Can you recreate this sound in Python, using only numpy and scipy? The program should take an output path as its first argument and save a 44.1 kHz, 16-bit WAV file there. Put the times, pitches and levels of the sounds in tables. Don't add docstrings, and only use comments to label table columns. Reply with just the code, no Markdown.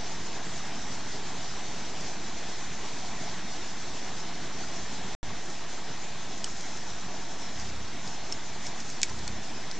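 import sys
import numpy as np
from scipy import signal
from scipy.io import wavfile
from scipy.ndimage import uniform_filter1d

SR = 44100
rng = np.random.default_rng(int(sys.argv[2]) if len(sys.argv) > 2 else 0)


def file_out(sig):
    cols = np.atleast_2d(sig).T
    lim = np.clip(cols, -1, 1)
    pcm = np.round(lim * 32767).astype(np.int16)
    wavfile.write(sys.argv[1], SR, pcm)


N = 431738

# f/Hz, relative density/dB
RUSH_SPECTRUM = [(25, 0.5), (112, -6.5), (148, 4), (215, 0), (400, -2.5), (530, -9.5), (690, -2), (970, -6),
                 (1200, -9.5), (1850, -8), (2800, -12), (3900, -11)]
# f/Hz, relative density/dB
FIZZ_SPECTRUM = [(2900, -27), (3150, -6.5), (3900, -5), (4700, -2), (5900, 1), (6800, -1), (7500, -5),
                 (7800, -9.5), (8300, -15.5), (8900, -30)]
# t/s, rush/dB, fizz/dB, rush midrange gain/dB
WATER_LEVELS = [(0, -40.5, -44.5, -0.5), (5.15, -40.5, -45.5, -1), (5.23, -41.5, -47.5, -1.5),
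                (9.79, -42, -47.5, -1)]
def stream(rush_top_hz=4300, fizz_bottom_hz=2900):
    def rush_shape_db(hz):
        return at_hz(RUSH_SPECTRUM, hz) - 10 * np.log10(1 + (hz / rush_top_hz) ** 16)

    def fizz_shape_db(hz):
        octaves_below = np.maximum(np.log2(fizz_bottom_hz / (hz + 1)), 0)
        return at_hz(FIZZ_SPECTRUM, hz) - 24 * octaves_below

    rush_db, fizz_db, mid_db = per_sample(WATER_LEVELS)
    rush = water_noise(rush_shape_db, patch_db=1.09, flicker_db=.48)
    rush += (gain_of(mid_db) - 1) * band(rush, 230, 580, order=1)
    gurgle = woodland_echo(bubbles(), wet_db=-4, t60_s=.2)
    fizz = water_noise(fizz_shape_db, patch_db=2, flicker_db=.9)
    return gain_of(rush_db) * (rush + gain_of(-15.5) * gurgle) + gain_of(fizz_db) * fizz


# f/Hz, left-right correlation
HISS_CORRELATION = [(4100, 1), (4280, 0.72), (8200, 0.18), (8450, 0.91)]
def water_noise(shape_db, patch_db, flicker_db):
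    frames, hz = N // 256 + 5, np.fft.rfftfreq(1024, 1 / SR)
    a, b, c, d, patches = rng.standard_normal((5, frames, len(hz)))
    patches = uniform_filter1d(patches, size=9, axis=0)
    patches = unit_rms(uniform_filter1d(patches, size=10, axis=1))
    flicker = unit_rms(uniform_filter1d(rng.standard_normal(frames), size=7))[:, None]
    correlation = at_hz(HISS_CORRELATION, hz)
    left = a + 1j * b
    right = correlation * left + np.sqrt(1 - correlation ** 2) * (c + 1j * d)
    spectra = np.array([left, right]) * gain_of(shape_db(hz) + patch_db * patches + flicker_db * flicker)
    _, noise = signal.istft(spectra.transpose(0, 2, 1), nperseg=1024, noverlap=768)
    return unit_rms(noise[:, :N])


def bubbles(per_s=300, lo_hz=746.6, hi_hz=3840, decay_cycles=6.2, spread_db=4.5, sizes=36):
    out = np.zeros(N)
    for hz in np.geomspace(lo_hz, hi_hz, sizes):
        age = np.arange(0, 5, hz / (decay_cycles * SR))
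        phase = 2 * np.pi * decay_cycles * age * (1 + .02 * age)
        ring = np.sin(phase) * np.exp(-age) * (1 - np.exp(-8 * age))
        onset, chance = rng.random((2, int(per_s * N / SR / sizes)))
        level_db = spread_db * np.minimum(-np.log(1 - chance), 4)
        births = np.bincount((onset * N).astype(int), gain_of(level_db), N)
        out += signal.oaconvolve(births, ring)[:N]
    return unit_rms(out)


# t/s at full weight, length/s, level/dB
PAW_STEPS = [(.578, 0.093, -49), (2.009, 0.072, -49), (2.08, .1, -50.5), (5.5, 0.25, -49.5),
             (6.375, 0.073, -50.5), (6.608, 0.44, -46.5), (6.772, .12, -50), (6.902, .12, -51),
             (7.417, .14, -50), (7.598, 0.18, -46.5), (8.075, 0.11, -45.5), (8.322, .1, -48),
             (8.666, 0.066, -42), (8.802, .06, -46), (8.9, .1, -45.5), (9.095, .07, -47), (9.191, .17, -50),
             (9.439, .14, -54)]
def leaves(cracks_per_s=2000, spread_db=3, rustle_db=-63, press_share=.53, step_edge_db=-9.5):
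    t = np.arange(N) / SR
    power = np.full(N, gain_of(rustle_db) ** 2)
    for peak_s, length_s, db in PAW_STEPS:
        from_peak = np.maximum((peak_s - t) / press_share, (t - peak_s) / (1 - press_share)) / length_s
        power += gain_of(db + step_edge_db * np.minimum(from_peak, 10)) ** 2
    cracks = rng.choice([-1, 1], N) * gain_of(spread_db * np.minimum(rng.exponential(1, N), 4))
    cracks *= rng.random(N) < cracks_per_s / SR
    crackle = unit_rms(band(cracks, 4850, 7150, order=3)) * np.sqrt(power)
    stereo = np.array([woodland_echo(crackle, wet_db=-12.5, t60_s=.12) for ear in range(2)])
    return band(stereo, 3600, 12000, order=8)


# f/Hz, relative level/dB, t60/s
WOOD_MODES = [(2270, 7.5, 0.0072), (4380, 2.5, .011), (5140, 1, .007), (5950, 3, 0.013), (6650, -5, 0.0068)]
def wood_snap(pitch, tear_s, bass_edge_hz, ring_db=-23, first_fibre_db=8):
    t = np.arange(2048) / SR
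    response = gain_of(ring_db) * sum(
        gain_of(db - 60 * t / t60_s) * np.cos(2 * np.pi * hz * pitch * t) for hz, db, t60_s in WOOD_MODES)
    response[0] += 1
    fibres = rng.choice([-1, 1], len(t)) * (rng.random(len(t)) < .25) * np.exp(-(t / tear_s) ** 2)
    fibres[0] = gain_of(first_fibre_db)
    snap = band(signal.fftconvolve(fibres, response)[:len(t)], bass_edge_hz, 11000, order=1)
    snap = band(snap, 1550, 7700 * pitch ** .15, order=6)
    tear_rms = np.sqrt(np.sum(snap ** 2) / (tear_s * SR))
    return snap / tear_rms


# t/s, level/dB, pitch factor, tear length/s
TWIG_SNAPS = [(6.443, -24, 1.3, .0019), (8.3242, -26.5, 1.23, 0.0025), (9.017, -24, 0.94, .00086),
              (9.0311, -16, 1, 0.0029), (9.278, -28, 1, 0.0019), (9.7137, -30.5, .8, 0.0014)]
def twigs_and_stalks(stalk_over_leaves_db=6.5):
    out = np.zeros(N)
    for start_s, db, pitch, tear_s in TWIG_SNAPS:
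        add(out, start_s, gain_of(db) * wood_snap(pitch, tear_s, bass_edge_hz=3750))
    for peak_s, _, db in PAW_STEPS:
        stalk = wood_snap(pitch=.92, tear_s=.0046, bass_edge_hz=5300)
        add(out, peak_s, gain_of(db + stalk_over_leaves_db) * stalk)
    return woodland_echo(out, wet_db=-9.5, t60_s=.081)


# start/s, end/s, level/dB, pulse rate/Hz
NIGHT_BUZZES = [(7.501, 7.923, -44.5, 31.8), (9.049, 9.44, -43.5, 31.5)]
BUZZ_HARMONICS_DB = [-1.5, -1.5, -15, -9, -5.5, -11]
def buzz():
    out = np.zeros(N)
    for start_s, end_s, db, pulse_hz in NIGHT_BUZZES:
        t = np.arange(0, end_s - start_s, 1 / SR)
        pulses = sum(gain_of(harmonic_db) * np.cos(2 * np.pi * k * pulse_hz * t)
                     for k, harmonic_db in enumerate(BUZZ_HARMONICS_DB, 2))
        add(out, start_s, gain_of(db) * unit_rms(pulses) * signal.windows.tukey(len(t), .5))
    return out


def woodland_echo(x, wet_db, t60_s):
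    t = np.arange(SR // 3) / SR
    taps = rng.standard_normal(len(t)) * (rng.random(len(t)) < .08)
    taps *= gain_of(-60 * t / t60_s) * (t > .002)
    return x + gain_of(wet_db) * signal.oaconvolve(x, taps / np.linalg.norm(taps))[:N]


def gain_of(db):
    return 10 ** (np.asarray(db) / 20)


def unit_rms(x):
    return x / np.sqrt(np.mean(x ** 2) + 1e-20)


def at_hz(table, hz):
    knots_hz, values = np.transpose(table)
    return np.interp(np.log(hz + 1), np.log(knots_hz + 1), values)


def per_sample(table):
    knots_s, *columns = np.transpose(table)
    return [np.interp(np.arange(N) / SR, knots_s, column) for column in columns]


def add(mix, start_s, sound):
    part = mix[round(start_s * SR):][:len(sound)]
    part += sound[:len(part)]


def band(x, lo_hz, hi_hz, order):
    return signal.sosfilt(signal.butter(order, [lo_hz, hi_hz], "band", fs=SR, output="sos"), x)


def scene():
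    return stream() + leaves() + twigs_and_stalks() + buzz()


def record(dry, day_end_s=5.15, night_start_s=5.23, dc_offset=.0328, cutoff_hz=8850):
    t = np.arange(N) / SR
    gate = (t < day_end_s) | (t > night_start_s)
    lowpass = signal.firwin(255, cutoff_hz, window=("kaiser", 8), fs=SR)
    margin = len(lowpass) // 2
    padded = np.pad((dry + dc_offset) * gate, ((0, 0), (margin, margin)), "edge")
    return signal.oaconvolve(padded, lowpass[None], "valid", axes=1)


dry = scene()
out = record(dry)
file_out(out)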